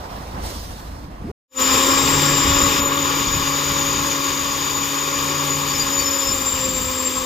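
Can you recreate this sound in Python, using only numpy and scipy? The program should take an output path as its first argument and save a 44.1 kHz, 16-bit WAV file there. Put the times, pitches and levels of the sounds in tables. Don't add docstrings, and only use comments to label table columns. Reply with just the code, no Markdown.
import sys
import numpy as np
from scipy import signal
from scipy.io import wavfile
from scipy.ndimage import uniform_filter1d

SR = 44100
rng = np.random.default_rng(int(sys.argv[2]) if len(sys.argv) > 2 else 0)


def attenuation_scalar(level_db):
    decades = np.asarray(level_db, float) / 20
    return 10 ** decades


def int16_out(signal):
    q = np.round(np.clip(np.atleast_2d(signal).T, -1, 1) * 32767)
    wavfile.write(sys.argv[1], SR, q.astype(np.int16))


N = 319725
T = np.arange(N) / SR

# frequency in Hz, relative power per Hz in dB.
WIND_SPECTRUM = [(12, -35), (25, -14), (42, -2), (70, 0), (110, -4), (200, -7), (320, -10), (520, -35),
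                 (880, -90)]
WASH_SPECTRUM = [(120, -31), (200, -15), (325, -19), (403, -10.5), (739, -9.5), (823, -11.5), (1020, -11.5),
                 (1370, -18), (1590, -18.5), (5000, -35.5), (6500, -66), (11000, -120)]
SPRAY_SPECTRUM = [(1180, -42), (2000, -12), (2280, -20), (2800, -10.5), (3590, -7.5), (4080, -6.5),
                  (5860, -9.5), (12100, -18), (14900, -12.5), (15600, -43)]
# frequency in Hz, relative power per Hz in dB.
ROAR_SPECTRUM = [(59, -41), (100, -17), (149, -22), (193, -15), (278, -9.5), (329, -4.5), (484, -7),
                 (559, -8.5), (627, -17), (714, -26.5), (823, -10), (913, -8), (1110, 0), (1490, -18.5),
                 (2200, -20.5), (2860, -25.5), (4840, -120)]
LOW_RUSH_SPECTRUM = [(1000, -32), (1700, -5), (2150, -6.5), (2470, -0.5), (2630, -7.5), (2880, -2),
                     (3210, -5.5), (3640, -0.5), (3830, -3), (4100, -12), (4300, -10.5), (5590, -9),
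                     (9460, -120)]
HISS_SPECTRUM = [(6000, -17), (7600, -2.5), (8800, -7), (10200, -5.5), (11100, -5.5), (12400, -12.5),
                 (13200, 2), (15700, -6)]
INTAKE_SPECTRUM = [(12500, -35), (13000, -21), (13700, 8), (14800, -2), (15300, -14), (15700, -30)]
# frequency in Hz, relative power per Hz in dB.
HIGH_RUSH_SPECTRA = [(2470, -43), (4200, -20), (4410, -11), (4960, 2), (5590, -4), (6500, -4.5),
                     (7090, 5.5), (7460, -5), (8000, -20), (10400, -41), (17600, -120)], [(2470, -40),
                     (4200, -13), (4820, 1.5), (5500, -9), (6230, -2.5), (6480, -9), (6650, 1.5),
                     (6940, 4.5), (7900, -28.5), (10300, -40), (17400, -120)]

# frequency in Hz,
# likeness of the ports from 0 to 1, left minus right level in dB, lead of the left port in radians.
DECK_EARS = [(50, .995, 0, 0), (300, .88, -.8, -.5), (520, .5, -3, -.8), (700, .82, -4.3, -1.4),
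             (1000, .42, -4, -3.5), (1600, .35, -4, -4.6), (2500, .15, -2, -5), (4000, .4, -2.5, -6.5),
             (5500, .4, -6, -9.5), (7000, .45, -.5, -12.6), (10000, .3, 0, -12.6), (13000, .95, 0, -12.6)]
CRANE_EARS = [(50, .995, .1, 0), (100, .97, .1, .03), (200, .8, .8, .17), (300, .93, 1.5, .24),
              (560, .92, 1, .3), (700, .2, 1, 1.5), (830, .6, 6, .7), (950, .6, 4, .9),
              (1150, .9, 5.5, 1.67), (1450, .43, .5, 2.1), (1620, .55, 2.8, 2.4), (1850, .55, .2, -.2),
              (2500, .85, 4.2, .2), (3000, .77, 3.8, .16), (3300, .6, 1.5, -.9), (3700, .85, 5.5, -.4),
              (4200, .45, 7.3, -.7), (4800, .92, 6.3, 0), (7600, .9, 6.3, 0), (8400, .55, 1.3, 1),
              (9200, .4, 1.2, 5), (11000, .62, 1, 6.2), (12600, .3, .3, 7.5), (14500, .8, .2, 6.4)]

# time in seconds, gain in dB.
FADE = [(1.48, -79), (1.521, -34), (1.56, -14.5), (1.587, -3.5), (1.6, 2)]
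# time in seconds, level in dB.
CRANE_LEVEL = [(1.6, -25), (1.71, -21.5), (2.59, -22.5), (3.41, -27), (3.52, -26), (4.83, -28.5),
               (5.23, -27.5), (7.2, -30.5), (7.25, -30.5)]
# middle in seconds, half length in seconds, level in dB.
GUSTS = [(.14, 0.061, -41), (.37, 0.018, -31.5), (.45, 0.074, -32), (.93, 0.029, -50), (1.27, 0.048, -39),
         (1.74, 0.076, -34), (2.2, 0.34, -32), (2.66, 0.15, -29), (3.3, 0.12, -34), (3.74, 0.044, -36),
         (3.98, 0.11, -35.5), (4.42, 0.11, -44), (5.02, 0.05, -51), (5.66, 0.12, -40), (5.93, 0.11, -38),
         (6.35, 0.062, -34), (6.74, .14, -36.5), (7.17, 0.037, -45)]
# multiple, relative level in dB.
IDLE_ORDERS = [(.5, -13), (1, 0), (1.5, -5), (4, -14)]
# middle in seconds, half length in seconds, relative level in dB.
HUM_SWELLS = [(2.24, 0.15, -27), (2.98, .16, -36.5), (3.62, 0.42, -35), (4.75, 0.35, -40.5),
              (5.5, .27, -32.5)]
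# frequency in Hz, relative level in dB.
DRONES = [(72.3, -50), (86.6, -46), (217, -52)]
# time in seconds, pitch in Hz, relative level in dB.
TURBO_PATH = [(1.6, 7040, -24), (1.8, 7230, -25.5), (2.02, 7460, -26.5), (2.2, 7400, -26.5),
              (2.68, 7050, -25), (3.2, 6930, -29.5), (4.05, 6803, -31), (4.45, 6790, -31.5),
              (4.85, 6910, -30), (5.36, 6868, -31.5), (6.1, 6990, -26.5), (6.5, 7270, -27),
              (6.8, 7350, -28.5), (7.25, 7430, -30.5)]
# start in seconds, length in seconds, first pitch in Hz,
# last pitch in Hz, peak level in dB before roughness and the lean to the left.
SQUEAKS = [(5.69, .055, 4620, 4660, -33), (5.695, .045, 5310, 5300, -39), (5.73, .05, 5280, 5250, -31),
           (5.782, .065, 4810, 4880, -28), (5.905, .065, 5130, 5080, -34), (5.977, .058, 4630, 4590, -28),
           (5.98, .065, 5300, 5310, -36), (6.035, .07, 5300, 5330, -28), (6.1, .04, 5330, 5320, -39),
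           (6.1, .12, 5050, 5140, -37), (6.195, .07, 5170, 5230, -33), (6.24, .1, 5230, 5330, -29)]
# time in seconds, frequency in Hz.
WINCH_PITCH = [(1.6, 262.1), (1.85, 269.5), (2.27, 279.5), (5.17, 279.4), (6.12, 277), (6.64, 263),
               (6.81, 258.6), (7.2, 259)]
# multiple of the mesh pitch, relative level in dB before the housing
# colours it, left minus right level in dB, lead of the left port in radians.
MESH_UPPER = [(3, -5, 9, .7), (4, -3.5, 6, 1.6), (5, 5, 1, 2.1), (6, 4, 3, 2.3)]
# start in seconds, high rush change in dB,
# hiss change in dB, recovery time in seconds.
DIPS = [(2.33, -0.5, -7, 0.33), (2.799, -16, -12, 0.2)]

CUT_S = 1.316
EDGE_HZ = 15430
DECK_BREEZE_DB, CRANE_BREEZE_DB = -38, -45.5
WASH_DB, WASH_DB_PER_S = -38, -6.5
GUST_WASH = .45
SPRAY_S, SPRAY_RISE_S, SPRAY_DB, SPRAY_DB_PER_S = 0.463, 0.11, -37, -31
DRIZZLE_DB = -49
IDLE_HZ, IDLE_DB, IDLE_WAVER_DB = 52.1, -38, 2.5
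MOAN_S, MOAN_HZ, MOAN_OCTAVES_PER_S, MOAN_RISE_S, MOAN_DB = 1.19, 95.7, 19, 0.047, -31.5
HUM_HZ = 144.6
ROAR_DB, LOW_RUSH_DB, HIGH_RUSH_DB, HISS_DB, INTAKE_DB, MESH_DB = -4, -3.5, -4, -11.5, -22.5, -7
HISS_SHARE, ROAR_SHARE = 0.62, 1.06
DIP_LOW = .25
OCTAVE_DB, OCTAVE_WAVER_DB = -8.5, 3.0
HOUSING_HZ, HOUSING_WIDE_HZ, HOUSING_DB = 528.6, 16.4, 9.5


def curves(rows, t=T):
    s, *columns = np.transpose(rows)
    return [np.interp(t, s, c) for c in columns]


def read(points, hz):
    return curves([(np.log(f + 1), *rest) for f, *rest in points], np.log(hz + 1))


def smooth(width):
    r = np.exp(-np.pi * width / SR)
    chance = rng.standard_normal(N) + 1j * rng.standard_normal(N)
    return np.sqrt((1 - r * r) / 2) * signal.lfilter([1], [1, -r], chance)


def waver(rate_hz):
    r = np.exp(-np.pi * rate_hz / 200)
    slow = signal.lfilter([1], [1, -r], rng.standard_normal(N * 200 // SR + 2))
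    slow = uniform_filter1d(slow, size=3)
    return np.interp(T * 200, np.arange(len(slow)), slow) * np.sqrt(1 - r * r)


def swells(rows):
    return sum(attenuation_scalar(2 * db) * np.exp(-((T - s) / half) ** 2) for s, half, db in rows)


def tone(hz, lean_db=0., lead=0., shape=0.79):
    turn = shape * np.exp(2j * np.pi * (np.cumsum(hz + 0 * T) / SR + rng.random()))
    left = attenuation_scalar(lean_db / 2)
    right = attenuation_scalar(-lean_db / 2) * np.exp(-1j * lead)
    return np.sqrt(2) * (turn * np.array([[left], [right]])).real


def noise(layers, ears, patchy_db, flicker_db, size=1024, count=N):
    hop = size // 4
    frames, hz = count // hop + 5, np.fft.rfftfreq(size, 1 / SR)
    a, b, c, d, patches = rng.standard_normal((5, frames, len(hz))).transpose(0, 2, 1)
    shared, separate = a + 1j * b, c + 1j * d
    patches = uniform_filter1d(uniform_filter1d(patches, size=12, axis=0), size=10, axis=1)
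    flicker = uniform_filter1d(rng.standard_normal(frames), size=4)

    same, lean_db, lead = (column[:, None] for column in read(ears, hz))
    same = np.clip(same, 0, 1)
    left = shared * attenuation_scalar(lean_db / 2)
    right = same * shared + np.sqrt(1 - same ** 2) * separate
    right = right * np.exp(-1j * lead) / attenuation_scalar(lean_db / 2)
    middle = (attenuation_scalar(lean_db) + attenuation_scalar(-lean_db) + 2 * same * np.cos(lead)) / 4

    power = 0
    for spectrum, db in layers:
        colour = attenuation_scalar(2 * read(spectrum, hz)[0])
        frame_db = np.interp(np.arange(frames) * hop / SR, T, db)
        power = power + np.outer(colour / colour.sum(), attenuation_scalar(2 * frame_db))
    field = attenuation_scalar(patchy_db * patches / patches.std() + flicker_db * flicker / flicker.std())
    z = np.array([left, right]) * np.sqrt(1.5 * power / middle) * field
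    out = signal.istft(z, nperseg=size, noverlap=size - hop)[1][:, :count]
    return np.pad(out, [(0, 0), (0, N - count)])


def wind_level():
    breeze_db = np.where(T < CUT_S, DECK_BREEZE_DB, CRANE_BREEZE_DB)
    return 10 * np.log10(attenuation_scalar(2 * breeze_db) + swells(GUSTS))


def spray_level():
    after = T - SPRAY_S
    burst_db = SPRAY_DB + np.where(after < 0, 20 * after / SPRAY_RISE_S, SPRAY_DB_PER_S * after)
    return np.maximum(burst_db, np.where(after < 0, DRIZZLE_DB, -60))


def deck_wind_and_water():
    wind_db = wind_level()
    wash_db = WASH_DB + WASH_DB_PER_S * T + GUST_WASH * (wind_db - DECK_BREEZE_DB)
    wind = noise([(WIND_SPECTRUM, wind_db)], DECK_EARS, 1.0, 1.6, size=2048, count=2 * SR)
    layers = [(WASH_SPECTRUM, wash_db), (SPRAY_SPECTRUM, spray_level())]
    return wind + noise(layers, DECK_EARS, 1.3, 0.93, count=2 * SR)


def deck_idle():
    level = attenuation_scalar(IDLE_DB + IDLE_WAVER_DB * waver(4.3))
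    return level * sum(attenuation_scalar(db) * tone(k * IDLE_HZ) for k, db in IDLE_ORDERS)


def deck_moan():
    hz = MOAN_HZ * 2 ** (MOAN_OCTAVES_PER_S * np.clip(T - MOAN_S, 0, .2))
    level = attenuation_scalar(MOAN_DB) * np.clip((T - MOAN_S) / MOAN_RISE_S, 0, 1) ** 2
    low = tone(hz, shape=.8 + .55 * smooth(40))
    octave = .2 * tone(2 * hz, shape=smooth(80))
    return level * (low + octave)


def crane_wind():
    return noise([(WIND_SPECTRUM, wind_level())], CRANE_EARS, 1.7, 1.0, size=2048)


def rope():
    out, grain = np.zeros(N), 1.05 + .45 * smooth(70)
    for s, length, from_hz, to_hz, db in SQUEAKS:
        u = np.arange(0, 1, 1 / (length * SR))
        at = round(s * SR) + np.arange(len(u))
        hz = from_hz + (to_hz - from_hz) * u
        turn = np.exp(2j * np.pi * (np.cumsum(hz) / SR + rng.random()))
        out[at] += attenuation_scalar(db) * np.sqrt(2) * np.sin(np.pi * u) * (grain[at] * turn).real
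    return out * attenuation_scalar(np.array([[3.25], [-3.25]]))


def turbo():
    hz, db = curves(TURBO_PATH)
    core = tone(hz, 6.4, shape=attenuation_scalar(-0.5) * smooth(23.6) + attenuation_scalar(-16) * smooth(150))
    octave = tone(2 * hz, shape=attenuation_scalar(-13) * smooth(100) + attenuation_scalar(-15.5) * smooth(390))
    return attenuation_scalar(db) * (core + octave)


def hum():
    weak = sum(attenuation_scalar(db) * tone(hz, shape=.7 + .5 * smooth(3)) for hz, db in DRONES)
    return np.sqrt(swells(HUM_SWELLS)) * tone(HUM_HZ) + weak


def winch():
    hz = curves(WINCH_PITCH)[0]
    db = curves(CRANE_LEVEL)[0] + MESH_DB
    housing_db = HOUSING_DB * np.exp(-((2 * hz - HOUSING_HZ) / HOUSING_WIDE_HZ) ** 2)
    octave_db = db + OCTAVE_DB + housing_db + OCTAVE_WAVER_DB * waver(3.2)
    out = attenuation_scalar(db + 0.52 * waver(4.4)) * tone(hz, 0.74, 0.33, 1 + 0.23 * smooth(24))
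    out += attenuation_scalar(octave_db) * tone(2 * hz, 1.1, 0.43, 1 + 0.25 * smooth(6.4))
    for k, rel_db, lean_db, lead in MESH_UPPER:
        upper_hz = round(k) * hz
        upper_db = db + rel_db + read(ROAR_SPECTRUM, upper_hz)[0]
        out += attenuation_scalar(upper_db) * tone(upper_hz, lean_db, lead, .85 + .7 * smooth(12))
    rattle = tone(4 * hz, 2.3, 1.97, smooth(114))
    return out + attenuation_scalar(db - 5.0) * rattle


def engine():
    db, start_db = curves(CRANE_LEVEL)[0], CRANE_LEVEL[0][1]
    fall_db = db - start_db
    roar_db = start_db + ROAR_SHARE * fall_db + ROAR_DB
    hiss_db = start_db + HISS_SHARE * fall_db + HISS_DB + 1.35 * waver(19)
    low_db, high_db = db + LOW_RUSH_DB, db + HIGH_RUSH_DB
    for s, rush_dip_db, hiss_dip_db, recovery in DIPS:
        dip = (T > s) * np.exp(-(np.maximum(T - s, 0) / recovery) ** 2)
        high_db = high_db + rush_dip_db * dip
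        hiss_db = hiss_db + hiss_dip_db * dip
        low_db = low_db + DIP_LOW * rush_dip_db * dip
    late = T > DIPS[-1][0]
    before, after = HIGH_RUSH_SPECTRA
    layers = [
        (ROAR_SPECTRUM, roar_db),
        (LOW_RUSH_SPECTRUM, low_db),
        (HISS_SPECTRUM, hiss_db),
        (INTAKE_SPECTRUM, db + INTAKE_DB),
        (before, np.where(late, -np.inf, high_db)),
        (after, np.where(late, high_db, -np.inf)),
    ]
    return noise(layers, CRANE_EARS, 0.79, 0.48)


def scene():
    deck = deck_wind_and_water() + deck_idle() + deck_moan()
    crane = crane_wind() + rope() + turbo() + hum() + winch() + engine()
    cut = np.clip((CUT_S - T) / 0.0017, 0, 1)
    fade = attenuation_scalar(curves(FADE)[0]) * (T > FADE[0][0])
    return deck * cut + crane * fade


def low_pass(x):
    return signal.sosfilt(signal.butter(12, 16180, fs=SR, output="sos"), x)


def record(dry):
    lowpass = signal.firwin(511, EDGE_HZ, window=("kaiser", 9), fs=SR)
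    limited = signal.oaconvolve(dry, lowpass[None], "same")
    return low_pass(limited)


dry = scene()
out = record(dry)
int16_out(out)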